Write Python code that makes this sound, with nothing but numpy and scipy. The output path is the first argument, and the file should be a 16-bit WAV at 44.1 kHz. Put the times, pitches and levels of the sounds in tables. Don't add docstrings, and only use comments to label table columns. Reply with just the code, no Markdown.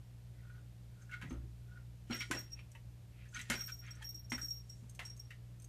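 import sys
import numpy as np
from scipy import signal
from scipy.fft import rfft, irfft
from scipy.io import wavfile
from scipy.ndimage import uniform_filter1d

SR = 44100
rng = np.random.default_rng(int(sys.argv[2]) if len(sys.argv) > 2 else 0)


def nominal_scale(level):
    x = np.asarray(level, float) / 20
    return 10 ** x


def unload_wav(signal):
    wavfile.write(
        sys.argv[1],
        SR,
        np.round(np.clip(np.atleast_2d(signal).T, -1, 1) * 32767).astype(np.int16),
    )


N = 250488

# pitch_hz, level_db
HUM = [(59.6, -57.5), (118.4, -52), (180, -67.5), (296.1, -79.5)]
# time_s, level_db
HUM_SAG = [(0, -3), (1.5, -1.5), (3, -3), (4.5, -2.5), (5.68, -3.5)]
# pitch_hz, level_db (per Hz)
AIR = [(15, -32), (35, -13), (60, -4.5), (85, -8), (118, -5), (150, -13), (185, -16), (240, -24),
       (590, -28), (1100, -36.5), (2400, -36.5), (9500, -43), (10500, -44.5), (14000, -43)]
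AIR_DB, TOP_HZ = -60.5, 14000

# pitch_hz, width_hz, level_db
PANEL_LOW = [(1460, 150, -3), (1864, 50, -1), (2180, 43, -6.5), (2443, 170, -17), (1270, 520, -41)]
PANEL_HIGH = [(2540, 1160, 9), (3140, 1100, 6), (3900, 1700, 2.5)]
# pitch_hz, width_hz
FUR = (6960, 3800)
# firmest_s, pressure_db, press_s, release_s, squeak_hz
PADS = [(.4, -70, 0.12, .1, 2000), (.508, -61, 0.15, 0.017, 1460), (.56, -62.5, 0.039, 0.1, 1450),
        (1.026, -64.5, 0.12, 0.027, 1460), (1.138, -44, 0.041, 0.039, 1470),
        (1.13, -52, 0.029, 0.075, 2216), (1.224, -46.5, 0.029, 0.012, 1540),
        (1.31, -55, 0.014, 0.081, 1396), (1.42, -74, .1, 0.033, 1670), (1.26, -56.5, .03, 0.06, 1940),
        (1.722, -65, 0.11, 0.11, 1460), (1.78, -55, 0.03, 0.017, 1470), (3.264, -81, 0.085, .04, 2020),
        (3.45, -60, 0.097, 0.065, 1940), (4.39, -53, 0.021, 0.067, 1770),
        (4.442, -62.5, 0.053, 0.032, 1600)]
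# firmest_s, pressure_db, press_s, release_s, squeak_hz
SCRATCHES = [(2.125, -49.5, 0.036, 0.05, 2950), (2.155, -49, 0.053, 0.058, 1760),
             (3.395, -49.5, 0.0083, 0.066, 2100), (5.315, -64, 0.023, 0.037, 2870),
             (5.015, -72, 0.015, 0.037, 2200), (2.215, -43, 0.031, 0.047, 2190),
             (2.341, -48, 0.046, 0.1, 2010), (2.603, -62.5, 0.096, 0.038, 2600),
             (3.366, -39, 0.022, 0.018, 1690), (3.525, -36, 0.028, 0.038, 1750),
             (3.692, -50, 0.022, 0.023, 1550), (3.6, -51, 0.014, 0.057, 1710),
             (4.024, -54, 0.023, 0.019, 1840)]
# firmest_s, pressure_db, press_s, release_s, centre_hz
DRAGS = [
    (3.14, -71, 0.049, .06, 2410),
    (3.215, -63.5, .08, 0.093, 2400),
    (3.265, -74, 0.034, 0.015, 2110),
    (3.835, -57, .015, 0.11, 1860),
    (3.884, -54.5, .06, 0.064, 2030),
    (3.95, -71, 0.069, .08, 1780),
    (4.0, -63, .1, .035, 1760),
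]
# loudest_s, level_db, swell_s, fade_s
RUSTLES = [(1.026, -73.5, 0.079, 0.063), (1.3, -71, 0.04, 0.05), (2.13, -61.5, 0.05, 0.098),
           (2.217, -66, 0.06, 0.062), (2.398, -64.5, 0.19, 0.057), (3.366, -59.5, 0.067, 0.062),
           (3.54, -59, 0.088, 0.084), (3.69, -67, 0.047, 0.19), (4.024, -66, 0.016, 0.026),
           (4.435, -68, 0.083, 0.12), (4.504, -69, 0.022, 0.059), (4.76, -76, 0.35, 0.28)]
SLIPS_PER_S, SLIP_SPREAD_DB, CLUMP_DB = 2800, 2, 2.8

# start_s, level_db, pitch_hz, fall_60db_s
CATCHES = [(.501, -51, 1460, 0.075), (1.094, -48, 1460, 0.049), (1.122, -47, 2160, .06),
           (1.137, -43, 2155, 0.062), (1.138, -42.5, 1425, 0.056), (1.216, -49, 2240, .05),
           (1.222, -49, 1572, 0.044), (1.244, -54, 1500, .05), (1.773, -51.5, 1410, 0.056),
           (2.1, -45, 1390, 0.053), (2.106, -44, 2270, .04), (2.107, -48, 3160, .04),
           (2.109, -56, 1380, 0.072), (2.11, -43, 4160, 0.055), (2.116, -40.5, 2180, 0.068),
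           (2.116, -43, 3300, .04), (2.119, -52, 2760, .04), (2.12, -52, 1410, .07),
           (2.172, -50, 1460, 0.06), (2.127, -42, 2734, 0.057), (2.127, -43, 4440, 0.036),
           (2.128, -45, 2350, 0.052), (2.132, -46.5, 1354, 0.12), (2.146, -40.5, 2000, .06),
           (2.153, -47, 1590, 0.065), (2.161, -48, 1985, 0.069), (2.202, -43, 2200, 0.073),
           (2.212, -43, 2930, .05), (2.218, -40, 2210, 0.041), (3.328, -54.5, 1460, 0.087),
           (3.344, -53, 1390, .05), (3.357, -39.5, 1410, 0.06), (3.365, -36.5, 2236, 0.039),
           (3.365, -36, 1490, 0.061), (3.391, -48, 1460, 0.07), (3.398, -43, 2350, .05),
           (3.398, -43, 3900, 0.045), (3.402, -46, 1960, 0.043), (3.576, -45, 1545, .09),
           (3.681, -52, 1534, .05), (3.692, -45, 1518, 0.066), (3.697, -49.5, 2370, 0.07),
           (3.858, -54, 2160, .06), (3.876, -57, 1800, .05), (3.886, -54, 3230, 0.067),
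           (3.892, -64, 2000, 0.066), (4.026, -44.5, 1803, 0.038), (4.024, -46, 3230, 0.033),
           (4.379, -39, 1560, 0.038), (4.397, -60, 1630, 0.069), (4.404, -57, 1716, 0.063),
           (3.823, -61, 1415, 0.19), (4.009, -56, 874, 0.088)]
# start_s,
# level_db, pitch_hz, fall_60db_s
CHATTER = [(2.3125, -36, 7700, .012), (2.3125, -36, 10400, 0.011), (2.317, -37, 8600, .012),
           (3.5, -37, 8200, .012), (2.311, -37, 2000, 0.052), (2.311, -43, 2900, 0.023),
           (2.314, -23.5, 1530, 0.031), (2.315, -36, 2500, 0.036), (2.319, -43, 3050, 0.039),
           (2.334, -37, 1940, 0.052), (2.335, -41, 2600, .04), (2.349, -40, 1840, 0.043),
           (2.368, -40, 1460, 0.036), (2.5915, -38.5, 2350, 0.012), (2.5915, -50, 1150, 0.01),
           (2.598, -60, 2740, 0.069), (2.75, -54, 2020, .05), (2.752, -58, 2662, 0.079),
           (3.4995, -30.5, 3160, 0.024), (3.4995, -36, 4040, .03), (3.5, -30, 2260, 0.015),
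           (3.504, -43, 2320, .03), (3.508, -30.5, 1767, 0.042), (3.518, -37, 1420, 0.055),
           (3.521, -36, 2174, 0.088), (3.521, -43, 3980, 0.087), (3.53, -49, 3190, 0.061),
           (3.537, -38, 1460, .05), (3.551, -44, 1460, 0.041), (3.556, -44, 2070, 0.056),
           (4.319, -40.5, 3180, 0.037), (4.319, -39, 960, 0.025), (4.319, -27.5, 2080, 0.023),
           (4.321, -44, 4220, 0.027), (4.327, -40, 2080, .04), (4.329, -50, 1270, 0.06),
           (4.342, -43, 1940, 0.066), (4.336, -51.5, 299, .12), (4.43, -54, 300, .1),
           (4.9925, -49, 1890, 0.027), (4.9925, -35.5, 2160, 0.022), (4.9925, -54, 720, 0.088),
           (5.001, -40, 2040, 0.041), (5.004, -49, 1330, 0.046), (5.009, -51, 1840, .04),
           (5.014, -41, 2050, 0.056), (5.306, -50, 1890, .04), (5.307, -52.5, 2730, .05),
           (5.319, -64, 2800, 0.045), (5.324, -60, 2300, .06)]
CATCH_RISE_S, CHATTER_RISE_S = 0.0013, 0.00075

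# start_s, level_db, pitch_hz, second_pitch_hz, crack_db (against the blow)
KNOCKS = [(0.5019, -82, 1450, 1980, -24), (1.0191, -66.5, 1500, 2060, -13),
          (1.0943, -54.5, 1590, 2130, -15), (1.113, -51.5, 2720, 2220, -7.5),
          (1.1355, -50, 2180, 1530, -12), (1.2223, -42.5, 1600, 2240, -21), (1.776, -69, 1440, 1920, -23),
          (2.1073, -43, 1490, 2180, -12), (2.204, -41.5, 2270, 1370, -5.5), (3.253, -57, 1780, 2180, -13),
          (3.359, -47, 1520, 2370, -18), (3.3909, -42.5, 1960, 2600, -4.5),
          (3.678, -48.5, 1580, 2290, -2.5), (3.8646, -58, 2130, 2210, -7.5),
          (4.379, -42.5, 1650, 1470, -10)]
# start_s, level_db, pitch_hz, second_pitch_hz, crack_db (against the blow)
TIPS = [
    (2.5917, -48.5, 2600, 1080, -15),
    (2.7508, -46, 2070, 2690, -12),
    (5.3053, -44, 1940, 2720, -12.5),
]
# start_s, level_db, pitch_hz, second_pitch_hz, crack_db (against the blow)
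SLAPS = [
    (1.214, -42, 1600, 1010, -14),
    (1.3066, -46, 1150, 680, -18),
    (2.311, -27, 1620, 1180, -5),
    (3.5, -28, 2020, 1520, 1),
    (4.0247, -50.5, 1840, 2480, 5),
    (4.319, -33.5, 2120, 1310, -10.5),
    (4.9922, -34.5, 1850, 1480, -13),
]
KNOCK_T60, TIP_T60, SLAP_T60 = 0.24, 0.16, 0.27
THIN_HZ = 1150

# pitch_hz, level_db, fall_60db_s
SHELL_LOW = [(5598, 0, 0.115), (5572, -9.5, 0.22)]
SHELL_HIGH = [(13855, 0, .14), (13812, -5, .12), (13456, -21, .12)]
# pitch_hz, width_hz, level_db
TICK = [(6350, 400, 2.5), (6800, 7000, 4.5), (7470, 1600, -1), (8280, 770, 3.5), (9030, 590, -6.5),
        (11600, 2700, -7)]
# start_s, ring_db, pitch_hz, tick_db (against the ring)
MUFFLED = [(1.0216, -58, 6360, -11), (1.2978, -50, 6280, -18), (1.3274, -56.5, 6330, -1),
           (2.715, -84.5, 6300, 33), (3.289, -59.5, 6350, -2), (3.346, -40, 6270, -19),
           (3.412, -42.5, 6320, 0), (3.6178, -43, 6000, -5), (3.695, -51, 6160, -15),
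           (3.864, -56, 6330, -14), (3.952, -61, 6170, 4), (4.305, -49, 6300, 5), (4.8938, -55, 6520, 7.5),
           (4.948, -67, 6260, 16.5), (5.0325, -64, 6340, 3), (5.165, -56, 6200, 1), (5.174, -55, 6460, 1),
           (5.598, -57.5, 6300, 4), (5.619, -65.5, 6240, 14), (5.643, -56, 6440, 5.5)]
# start_s, low_ring_db, high_ring_db, tick_db (last two against low)
FREE_STRIKES = [(2.108, -51, -24, -15), (2.1263, -37, -28, -11), (2.14, -39.5, -4, -28), (2.161, -47.5, -12, 2),
                (2.187, -42, -20, -8), (2.195, -38.5, -12, -17), (2.212, -44, -19, -32),
                (2.2525, -56, -14, -18), (2.344, -46, -9, -4), (2.369, -37, -22, -19), (2.387, -44.5, -1, -1),
                (2.396, -44, -4, -12), (2.428, -48, -9, -20), (2.503, -54, -45, -12), (2.5177, -43.5, -18, -11),
                (2.528, -41.5, -22, -18), (2.563, -56, -32, -25), (3.563, -45, -7, -25), (3.737, -48.5, 2, -25),
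                (3.813, -54, -17, -25), (3.94, -61, -22, -20), (3.5512, -40, -9, -21), (3.574, -44, -3, -22),
                (3.59, -36.5, -10, -11), (3.606, -32, -8, -12), (3.637, -40, -3, -9), (3.659, -43.5, 4, -9),
                (3.669, -42, 2, -20), (3.693, -50.5, 5, -14), (3.718, -38.5, -9, -21), (3.751, -50.5, -2, -18),
                (3.789, -46, -3.5, -29), (3.9062, -42.5, -13, -8),
                (4.043, -40, -5, -15), (4.0664, -42.5, -8, -28), (4.089, -38, -1, -12),
              (4.144, -38, -9.5, -14), (4.104, -47, -1, -27), (4.193, -52.5, 0, -25),
              (4.525, -42.5, -1, -28), (4.642, -70, -22, -20), (4.242, -52, -12, -18), (4.297, -45, -6, -6),
              (4.3197, -38.5, -23, -5), (4.335, -38, -19, -16), (4.346, -35.5, -15, -13),
              (4.37, -55, 7, -7), (4.3882, -48, 0, -9), (4.4135, -35, -27, -9), (4.423, -36, -13, -11),
              (4.4413, -36, -8, -11), (4.454, -44.5, 4, -24), (4.471, -46, -6, -16),
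              (4.4829, -38, -11, -16), (4.505, -29.5, -18, -15), (4.569, -42, -9, -18),
              (4.679, -71, -16, -9), (4.695, -42.5, -16, -7), (5.0502, -41.5, -20, -3),
              (5.0977, -44.5, -37, -8), (5.1935, -43.5, -10, -11), (5.246, -61, -26, -14)]
RESTS_S = [2.153, 2.178, 2.29, 2.4793, 2.541, 3.651, 3.677, 3.706, 3.73, 3.808, 3.922, 4.082, 4.1, 4.262,
           4.31, 4.357, 4.458, 4.476, 4.618, 5.086, 5.1497, 5.203]
MUFFLED_T60, RING_RISE_S = 0.055, 0.0028
SHELL_WANDER = .0016
STEP_SLIP = 1.0
ROLL_DB = 2.3

# start_s, level_db, pitch_hz, fall_60db_s, upper_db (against the thud)
THUDS = [(1.236, -43.5, 276, 0.09, -10.5), (1.228, -41.5, 180, 0.085, -23), (1.257, -38.5, 133, 0.14, -29),
         (1.307, -37, 262, 0.13, -12), (1.343, -45, 280, 0.09, -10), (1.389, -51, 272, 0.076, -14),
         (1.44, -53, 330, .08, -20), (4.14, -58, 320, .1, -20), (3.37, -55, 240, .1, -15),
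         (2.2, -52, 260, .1, -15), (1.435, -41, 130, 0.088, -36), (2.099, -30.5, 238.5, 0.078, -11.5),
         (2.138, -45, 348, 0.069, -7), (2.303, -31.5, 285.7, 0.091, -15), (2.339, -46, 364, 0.093, 4),
         (3.497, -34.5, 231.6, 0.11, -4), (3.538, -41.5, 356, 0.056, -9), (4.319, -32.5, 249, 0.067, -14.5),
         (2.75, -53.5, 925, 0.073, -28), (4.825, -47, 180, 0.12, -17)]
# start_s, level_db
BUMPS = [
    (1.3167, -35),
    (1.3655, -40),
    (2.331, -49),
    (3.52, -43),
    (4.352, -44),
]
BUMP_HZ, BUMP_T60 = 61.5, .36

# pitch_hz, fall_60db_s
ROOM = [(200, 0.38), (1500, 0.13), (5000, 0.17), (13000, 0.15)]
ROOM_DB = -2.5
CATCH_ROOM, THUD_ROOM, BELL_ROOM = 0.3, .4, .35


def evened(x):
    return x / np.sqrt(np.mean(x ** 2) + 1e-20)


def wander(n, span):
    return evened(uniform_filter1d(rng.standard_normal(n), span))


def read(points, hz):
    f, value = np.transpose(points)
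    return np.interp(np.log(hz + 1), np.log(f + 1), value)


def add(mix, s, sound):
    part = mix[round(s * SR):][:len(sound)]
    part += sound[:len(part)]


def rise(t, rise_s):
    return 1 - np.exp(-t / rise_s)


def fall(t, t60):
    return nominal_scale(-60 * t / t60)


def ring(modes, t, detune=1, phase=0):
    x = np.zeros(len(t))
    for hz, db, t60 in modes:
        x += nominal_scale(db - 60 * t / t60) * np.sin(2 * np.pi * hz * detune * t + phase)
    return x / abs(x).max()


def resonate(x, hz, width):
    turn = np.exp(2j * np.pi * np.cumsum(hz * np.ones(len(x))) / SR)
    r = np.exp(-np.pi * width / SR)
    smooth = signal.lfilter([(1 - r) ** 2], [1, -2 * r, r * r], x / turn)
    return 2 * (turn * smooth).real


def thin(x):
    return signal.sosfilt(signal.butter(4, THIN_HZ, "high", fs=SR, output="sos"), x)


def hum():
    t, out = np.arange(N) / SR, np.zeros(N)
    sag = np.interp(t, *np.transpose(HUM_SAG))
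    for hz, db in HUM:
        level = nominal_scale(db + sag + 0.81 * wander(N, 6000))
        out += np.sqrt(2) * level * np.sin(2 * np.pi * hz * t)
    return out


def air():
    hz = np.fft.rfftfreq(N, 1 / SR)
    spectrum = rfft(rng.standard_normal(N)) * nominal_scale(read(AIR, hz)) * (hz < TOP_HZ)
    return nominal_scale(AIR_DB) * evened(irfft(spectrum, N))


def swell(s, db, rise_s, fall_s):
    at = np.arange(max(round((s - 2 * rise_s) * SR), 0), round((s + 2 * fall_s) * SR))
    late = at / SR - s
    return at, nominal_scale(db - 20 * np.maximum(-late / rise_s, late / fall_s))


def slipping():
    happens = rng.random(N) < SLIPS_PER_S / SR
    size = nominal_scale(SLIP_SPREAD_DB * np.minimum(rng.exponential(1, N), 4))
    return happens * size * rng.standard_normal(N) * nominal_scale(CLUMP_DB * wander(N, 350))


def panel(slips, modes):
    return evened(sum(nominal_scale(db) * evened(resonate(slips, hz, width)) for hz, width, db in modes))


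def strokes():
    slips, out = slipping(), np.zeros(N)
    low, high = panel(slips, PANEL_LOW), panel(slips, PANEL_HIGH)
    fur = evened(resonate(rng.standard_normal(N), *FUR)) * nominal_scale(wander(N, 250))
    # rows, claw level dB, squeak width Hz (claws smear it), share of low panel
    for rows, claw_db, width, share in ((PADS, -18.5, 170, .15), (SCRATCHES, -6, 340, .35),
                                        (DRAGS, -17, 1240, .15)):
        for *stroke, hz in rows:
            at, pressure = swell(*stroke)
            squeak = evened(resonate(slips[at], hz, width))
            out[at] += pressure * (0.47 * squeak + share * low[at] + nominal_scale(claw_db) * high[at])
    for row in RUSTLES:
        at, brush = swell(*row)
        out[at] += brush * fur[at]
    return out


def catches():
    out, t = np.zeros(N), np.arange(SR // 8) / SR
    for rows, rise_s in ((CATCHES, CATCH_RISE_S), (CHATTER, CHATTER_RISE_S)):
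        for s, db, hz, t60 in rows:
            pair = [(hz, 0, t60), (1.09 * hz, -16, t60)]
            add(out, s, nominal_scale(db) * ring(pair, t) * rise(t, rise_s))
    return out


def blow(hz, second_hz, claw_db, t60, broad, hold, width):
    t = np.arange(SR // 3) / SR
    noise = rng.standard_normal(len(t))
    contact = rise(t, .0003) * (1 + np.exp(-t / .001)) / (1 + (t / hold) ** 4)
    rattle = noise * (contact + 0.51 * fall(t, t60))
    body = resonate(rattle, hz, width) + 0.37 * resonate(rattle, second_hz, width)
    body += broad * resonate(rattle, 1860, 2520)
    claw = resonate(noise, 5400, 7350) * (.5 * contact ** 2 + 0.34 * fall(t, 0.19))
    return body / abs(body).max() + nominal_scale(claw_db - 2.5) * claw


def knocks():
    out = np.zeros(N)
    for s, db, *colour in KNOCKS:
        add(out, s, nominal_scale(db + 1.5) * thin(blow(*colour, KNOCK_T60, broad=0.31, hold=0.012, width=420)))
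    for s, db, *colour in TIPS:
        add(out, s, nominal_scale(db - 3.0) * thin(blow(*colour, TIP_T60, broad=0.38, hold=0.0095, width=630)))
    for s, db, *colour in SLAPS:
        add(out, s, nominal_scale(db - 1.5) * blow(*colour, SLAP_T60, broad=0.95, hold=0.0078, width=360))
    return out


def tick(t, chance, rise_s, linger):
    clumps = nominal_scale(3.7 * wander(len(t), 120))
    fade = fall(t, .04) + linger * fall(t, .15)
    chatter = clumps * rng.standard_normal(len(t)) * fade * rise(t, rise_s)
    x = np.zeros(len(t))
    for hz, width, db in TICK:
        x += nominal_scale(db) * resonate(chatter, hz * (1 + 0.035 * chance), width) / np.sqrt(width)
    return x / abs(x).max()


def bell():
    out, t, strikes = np.zeros(N), np.arange(SR // 3) / SR, FREE_STRIKES
    drift = uniform_filter1d(uniform_filter1d(rng.standard_normal(N), 220), 150)
    rolling = nominal_scale(ROLL_DB * evened(drift))
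    touches = np.sort([row[0] for row in strikes] + RESTS_S + [N / SR])
    for s, db, high_db, tick_db in strikes:
        hold_chance, tick_chance = rng.uniform(-2.0, 0.68, 2)
        slip = STEP_SLIP * rng.standard_normal()
        end = touches[touches > s][0]
        choke = np.clip((end - s - t) / 0.0055 + 1, 0, 1) * np.resize(rolling[round(s * SR):], len(t))
        low_phase = 2 * np.pi * SHELL_LOW[0][0] * s + slip
        high_phase = 2 * np.pi * SHELL_HIGH[0][0] * s + 2 * slip
        low = ring(SHELL_LOW, t, 1 + SHELL_WANDER * hold_chance, low_phase) * rise(t, RING_RISE_S)
        high = ring(SHELL_HIGH, t, 1, high_phase) * rise(t, 0.003)
        contact = nominal_scale(tick_db) * tick(t, tick_chance, rise_s=0.0029, linger=0.43)
        add(out, s, nominal_scale(db) * (choke * (low + nominal_scale(high_db) * high) + contact))
    for s, db, hz, tick_db in MUFFLED:
        held = ring([(hz, 0, MUFFLED_T60), (hz + 90, -8, MUFFLED_T60)], t) * rise(t, 0.00038)
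        held = held * np.resize(rolling[round(s * SR):], len(t))
        contact = nominal_scale(tick_db) * tick(t, rng.uniform(-2.3, 1), rise_s=0.0012, linger=0.1)
        add(out, s, nominal_scale(db) * (held + contact))
    return out


def thuds():
    out, t = np.zeros(N), np.arange(SR // 3) / SR
    for s, db, hz, t60, upper_db in THUDS:
        body = ring([(hz, 0, t60), (1.22 * hz, -7, t60), (0.64 * hz, -8, t60)], t)
        upper = evened(resonate(rng.standard_normal(len(t)), 190, 1360))
        upper = upper * fall(t, 0.16) * (1 - np.exp(-(t / 0.0017) ** 2))
        add(out, s, nominal_scale(db + 7.0) * (body + nominal_scale(upper_db - 8.0) * upper) * rise(t, 0.0063))
    for s, db in BUMPS:
        add(out, s, nominal_scale(db) * ring([(BUMP_HZ, 0, BUMP_T60)], t) * rise(t, .01))
    return out


def room(x):
    taps = np.zeros(SR // 2)
    at = np.arange(120, len(taps) - 20, 20)
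    taps[at + rng.integers(0, 20, len(at))] = rng.choice([-1., 1.], len(at))
    hz, t, z = signal.stft(taps, SR, nperseg=256)
    tail = signal.istft(z * fall(t, read(ROOM, hz)[:, None]), SR, nperseg=256)[1]
    return signal.fftconvolve(x, tail / np.linalg.norm(tail))[:N]


def scene():
    floor = hum() + air()
    paws, touches = thin(strokes()) + knocks(), catches()
    jingle, door = bell(), thuds()
    walls = room(paws + THUD_ROOM * door + BELL_ROOM * jingle + CATCH_ROOM * touches)
    return (nominal_scale(-1.52) * jingle + paws + door + touches + nominal_scale(ROOM_DB) * walls + floor)[None]


def roll_off(x):
    return signal.sosfilt(signal.butter(12, 15360, fs=SR, output="sos"), x)


def record(dry):
    edge = signal.firwin(81, TOP_HZ + 350, window=("kaiser", 7), fs=SR)
    mix = signal.oaconvolve(dry, edge[None], "same")
    return roll_off(mix)


dry = scene()
out = record(dry)
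unload_wav(out)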